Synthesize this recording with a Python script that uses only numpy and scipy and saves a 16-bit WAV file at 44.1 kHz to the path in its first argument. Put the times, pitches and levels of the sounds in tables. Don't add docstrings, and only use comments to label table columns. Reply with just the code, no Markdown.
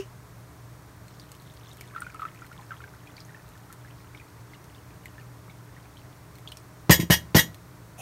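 import sys
import numpy as np
from scipy import signal
from scipy.fft import rfft, irfft, next_fast_len
from scipy.io import wavfile
from scipy.ndimage import map_coordinates

SR = 44100
rng = np.random.default_rng(int(sys.argv[2]) if len(sys.argv) > 2 else 0)


def master(y):
    cut = np.clip(np.atleast_2d(y).T, -1, 1)
    pcm = np.round(cut * 32767)
    wavfile.write(sys.argv[1], SR, pcm.astype(np.int16))


N = 353329
TOP_HZ = 15780


def amp(db):
    return 10 ** (np.asarray(db) / 20)


def unit(x):
    return x / np.sqrt(np.mean(x ** 2) + 1e-20)


def seconds(length):
    return np.arange(int(length * SR)) / SR


def fade(t, t60):
    return np.exp(-np.log(1000) * t / t60)


def along(points, hz):
    f, value = np.transpose(points)
    return np.interp(np.log(hz + 1), np.log(f + 1), value)


def wobble(rate):
    knots = rng.standard_normal(int(N * rate / SR) + 4)
    return map_coordinates(knots, [np.arange(N) * rate / SR])


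def filtered(x, response):
    size = next_fast_len(len(x) + SR // 4)
    hz = np.fft.rfftfreq(size, 1 / SR)
    return irfft(rfft(x, size) * response(hz), size)[:len(x)]


def noise(spectrum, size):
    return unit(filtered(rng.standard_normal(size), lambda hz: amp(along(spectrum, hz))))


def add(track, s, sound):
    part = track[max(0, round(s * SR)):][:len(sound)]
    part += sound[:len(part)]


# frequency in Hz, relative level in dB.
AIR_SPECTRUM = [(25, -25), (45, -14), (65, -5.5), (110, -7), (175, -6.5), (220, -19), (300, -14.5),
                (500, -20), (800, -20.5), (1000, -18.5), (2000, -26), (2900, -34.5), (5000, -33),
                (13000, -36.5), (16000, -40)]
# frequency in Hz, middle rms level in dB.
MOTOR_TONES = [(119, -51.5), (294, -64.5), (418, -70.5), (620, -70)]


def kitchen():
    t = np.arange(N) / SR
    hum = np.zeros(N)
    for hz, db in MOTOR_TONES:
        level = amp(db + 2.4 * wobble(13)) * np.sqrt(2)
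        hum += level * np.sin(2 * np.pi * hz * t + 1.59 * wobble(7.3))
    return hum + amp(-50) * noise(AIR_SPECTRUM, N)


def opening_tone():
    out, t = np.zeros(N), seconds(0.29)
    tone = amp(-24.0) * np.sin(2 * np.pi * 390 * t) * fade(t, 0.082)
    spectrum = [(2300, -14.5), (2850, -3.5), (3000, -3.5), (3400, -21), (6000, -14), (9000, -28)]
    sheen = amp(-43.5) * noise(spectrum, len(t)) * fade(t, 0.18)
    add(out, 0, tone + sheen)
    return out


START_S, FULL_S, STOP_S = 1.1, 1.74, 6.6
BUILD_DB, CALM_DB_PER_S = 6.5, 1.26


def stream_db(s):
    calmed_db = -CALM_DB_PER_S * (STOP_S - FULL_S)
    return np.interp(s, [START_S, FULL_S, STOP_S], [-BUILD_DB, 0, calmed_db])


DEEP_S, SHALLOW_HZ, DEEP_HZ = 1.9, 2740, 1214
SMALLER_DB_PER_OCTAVE = 1


def scatter(count, octaves, spread_db):
    when, size, strength = rng.random(size=(count, 3)).T
    s = START_S + (STOP_S - START_S) * (when + when ** 3) / 2
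    up = octaves * size ** 1.384
    db = stream_db(s) - spread_db * np.log(strength + .03) - SMALLER_DB_PER_OCTAVE * up
    lowest_hz = np.where(s < DEEP_S, SHALLOW_HZ, DEEP_HZ)
    return zip(s, db, lowest_hz * 2 ** up)


def plink(hz, cycles, swell, rise):
    t = seconds(.06)
    age = t * hz
    tone = np.sin(2 * np.pi * age * (1 + rise * age / cycles))
    ring = tone * fade(age, cycles) * (1 - np.exp(-age / swell))
    return ring / np.abs(ring).max()


def bubble(hz):
    t = seconds(.06)
    spectrum = [(.5 * hz, -25), (hz, 0), (1.5 * hz, -4), (2.5 * hz, -14), (5 * hz, -28)]
    splat = noise(spectrum, len(t)) * fade(t, .04)
    return plink(hz, cycles=47.4, swell=1.16, rise=0.027) + amp(-15.5) * splat


# frequency in Hz, relative level in dB.
SNAP_SPECTRUM = [(1000, 0), (2500, 5), (4500, -0.5), (7000, 3), (10500, 2), (14000, 0), (16000, -18.5)]
# frequency in Hz, middle level in dB re the snap's
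# peak, 60 dB decay time in seconds.
CHINA_MODES = [(2190, -34, 0.17), (4220, -21, 0.047)]


def tick():
    t = seconds(.15)
    snap = noise(SNAP_SPECTRUM, len(t)) * (fade(t, 0.0026) + 0.17 * fade(t, 0.042))
    china = np.zeros(len(t))
    for hz, level, t60 in CHINA_MODES:
        china += amp(level + rng.normal(0, 4.3)) * np.sin(2 * np.pi * hz * t) * fade(t, t60)
    return snap / np.abs(snap).max() + china


# start in seconds,
# level in dB, pitch in Hz.
LOUD_BUBBLES = [(1.198, -38, 4730), (1.671, -45.5, 3450), (1.714, -41, 3730), (1.811, -38, 2280),
                (1.949, -36, 1510), (1.962, -27.0, 1340), (1.981, -34, 1350), (2.005, -31.5, 8900),
                (2.02, -27, 1395), (2.066, -31.5, 1450), (2.146, -35.5, 1266), (2.195, -30.5, 1320),
                (2.219, -26.5, 1240), (2.229, -29.0, 1217), (2.252, -26.5, 1310), (2.42, -36, 1363),
                (2.515, -38, 1400), (2.59, -39.5, 1003), (2.707, -32.5, 1530), (2.717, -31, 1330),
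                (2.804, -39.5, 1380), (2.839, -35.5, 1564), (3.072, -44, 2420), (3.167, -39.0, 4540),
                (3.18, -42, 2270), (3.204, -36.0, 4900), (3.25, -42, 6400), (3.293, -43.5, 1830),
                (3.346, -40.5, 1790), (3.702, -41.5, 1335), (3.848, -44, 1640), (4.148, -38.5, 2240),
                (4.199, -43, 2430), (4.535, -41.0, 2070), (4.748, -48, 3480), (5.057, -36, 2050),
                (5.181, -39.5, 1750), (5.497, -44.5, 2230), (5.765, -44, 1870), (5.97, -43.5, 3200),
                (6.475, -31, 3320), (6.521, -34, 2970), (6.571, -37.5, 5400)]
# start in seconds, level in dB.
LOUD_TICKS = [(1.082, -38), (1.197, -37.0), (1.318, -30.5), (1.351, -38), (1.771, -33), (1.81, -28),
              (2.019, -33), (2.145, -37), (3.727, -31), (4.642, -39), (5.057, -32), (6.355, -37),
              (6.385, -36.5), (6.488, -34.5), (6.519, -31), (6.571, -34), (7.545, -34)]
FIZZ_DB, SPRAY_DB = -52, -40.5
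SHED_S, SHED_OCTAVES, SHED_BELOW = .035, 1.19, 0.296
SHED_DB, SHED_FOLLOWS = -49.5, 0.35


def pour():
    tea = np.zeros(N)
    usual_db = np.mean([db for s, db, hz in LOUD_BUBBLES])
    for s, db, hz in LOUD_BUBBLES:
        add(tea, s, amp(db) * bubble(hz))
        for late, smaller in rng.random(size=(3, 2)):
            up = SHED_OCTAVES * (smaller - SHED_BELOW)
            shed_db = SHED_DB + SHED_FOLLOWS * (db - usual_db) - SMALLER_DB_PER_OCTAVE * up
            shed_hz = min(hz * 2 ** up, TOP_HZ)
            add(tea, s + SHED_S * late, amp(shed_db) * bubble(shed_hz))
    for s, db in LOUD_TICKS:
        add(tea, s, amp(db) * tick())
    for s, db, _ in scatter(count=14, octaves=0, spread_db=1.5):
        add(tea, s, amp(SPRAY_DB + db) * tick())
    for s, db, hz in scatter(count=480, octaves=2.49, spread_db=3.5):
        add(tea, s, amp(FIZZ_DB + db) * plink(hz, cycles=18, swell=.8, rise=.08))
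    return tea


# start in seconds, level in dB, hardness (level of the crack
# re the thump) in dB.
FOOT_LANDINGS = [(6.895, -1.5, -12.5), (6.9926, -13.5, -29), (7.028, -20.5, -34), (7.0997, -6.5, -14),
                 (7.346, -5.5, -10.5), (7.366, -7.5, -21)]
# frequency in Hz, relative level in dB, 60 dB decay time in seconds.
COUNTER_MODES = [(76.6, -12.5, 0.3), (117, 0.5, 0.087), (171, 3, 0.1), (228, -6, 0.083),
                 (315.6, -0.5, 0.065), (437, -8.5, 0.027), (634, -18, 0.076), (1033, -17, 0.096)]


def feet():
    thuds = np.zeros(N)
    t = seconds(.5)
    crack_spectrum = [(40, -35), (200, -17), (600, -8.5), (1500, -18), (5000, -24), (12000, -44)]
    onset = 1 - np.exp(-t / 0.00063)
    for s, db, hard_db in FOOT_LANDINGS:
        ring = np.zeros(len(t))
        for k, (hz, level, t60) in enumerate(COUNTER_MODES):
            sign = (-1) ** k
            ring += sign * amp(level + rng.normal()) * np.sin(2 * np.pi * hz * t) * fade(t, t60)
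        thump = ring / np.abs(ring).max()
        crack = noise(crack_spectrum, len(t)) * fade(t, 0.14)
        add(thuds, s, amp(db) * (thump + amp(hard_db) * crack) * onset)
    return thuds


# start in seconds, length in seconds, level in dB before
CHATTER_BOUTS = [(6.907, 0.024, -14), (7, 0.0063, -31.5), (7.105, 0.028, -17.5), (7.352, 0.018, -20.5),
                 (7.367, 0.025, -17)]
# frequency in Hz, relative level in dB,
# 60 dB decay time in seconds.
METAL_MODES = [(1700, -8, .09), (1830, -3, .08), (1921, -2, .1), (2164, -10, .12), (2870, -4, .1),
               (2945, -5, .085), (3243, -3, .095), (3352, -7, .085), (3767, -9, .11), (4005, -14, .16),
               (4857, -9, .12), (5060, -7, .1), (5714, -6, .115), (6010, -12, .13), (6292, -9, .11),
               (6811, -6, .125), (8312, -10, .1), (8644, -15, .11), (10010, -15, .1), (11422, -3, .085),
               (13430, -9, .09), (13993, -7, .09), (14484, -7, .1), (14784, -8, .1)]
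# frequency in Hz, relative level in dB.
CLASH_SPECTRUM = [(500, -6.5), (1000, -1.5), (1500, -45), (1850, 14.5), (2400, -6.5), (3000, 6.5),
                  (3600, -1.5), (5300, 1), (7500, -4), (9500, -5.5), (12200, 1), (13800, -5), (15700, -31)]


def lid():
    rattle = np.zeros(N)
    t = seconds(.4)
    for s, length, db in CHATTER_BOUTS:
        shake = fade(np.maximum(t - length, 0), 0.1)
        hits = rng.random(len(t)) < 1500 / SR
        blows = hits * rng.choice([-1, 1], len(t)) * amp(rng.normal(0, 3, len(t))) * shake
        blows[0] = 2

        def struck(body):
            return unit(signal.fftconvolve(blows, body)[:len(t)])

        ring = np.zeros(len(t))
        for hz, level, t60 in METAL_MODES:
            ring += amp(level + rng.normal()) * struck(np.sin(2 * np.pi * hz * t) * fade(t, t60))
        clash = struck(noise(CLASH_SPECTRUM, len(t)) * (fade(t, .035) + .06 * fade(t, .2)))
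        bout = unit(clash + amp(-2) * unit(ring))
        share = np.sqrt((length + 0.02) / t[-1])
        add(rattle, s, amp(db) * bout * share)
    return rattle


# frequency in Hz, bandwidth in Hz, relative level in dB.
SCRAPE_MODES = [(694, 120, 17), (2660, 170, 13.5), (6360, 1200, 3.5), (9500, 190, 12)]


def scrape():
    out, t = np.zeros(N), seconds(0.29)

    def body(f):
        return sum(amp(db) * 1j * f * w / (c * c - f * f + 1j * f * w) for c, w, db in SCRAPE_MODES)

    rub = unit(filtered(rng.standard_normal(len(t)), body))
    add(out, 7.976, amp(-43) * rub * np.minimum(t / 0.014, 1))
    return out


def nearby(x):
    delays = rng.uniform(0.0024, 0.02, size=8)
    return filtered(x, lambda hz: sum(np.exp(-2j * np.pi * hz * d) * fade(d, 0.058) for d in delays))


# frequency in Hz, 60 dB decay time in seconds.
ROOM_DECAY = [(150, 0.43), (1500, 0.26), (6000, 0.23), (15000, 0.2)]


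def room(x):
    hz, t, bins = signal.stft(rng.standard_normal(SR // 2), SR, nperseg=256)
    decay = fade(t, along(ROOM_DECAY, hz)[:, None])
    tail = signal.istft(bins * decay, SR, nperseg=256)[1]
    return signal.fftconvolve(x, tail / np.linalg.norm(tail))[:N]


def scene():
    tea, pot = pour(), feet() + lid()
    wet_tea = tea + amp(-8.5) * nearby(tea) + amp(-16.5) * room(tea)
    wet_pot = pot + amp(-17.5) * room(pot)
    return kitchen() + opening_tone() + wet_tea + wet_pot + scrape()


# centre in Hz, Gaussian half-width in Hz, gain in dB.
MICROPHONE_DIPS = [(4930, 117, -4.5), (7500, 210, -3), (10450, 530, -4.5)]


def record(dry):
    def colour(hz):
        return amp(sum(db * np.exp(-((hz - centre) / width) ** 2) for centre, width, db in MICROPHONE_DIPS))

    coloured = filtered(dry, colour)
    limited = coloured / (1 + np.abs(coloured) ** 6) ** (1 / 6)
    return filtered(limited, lambda hz: hz < TOP_HZ)


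dry = scene()
out = record(dry)
master(out)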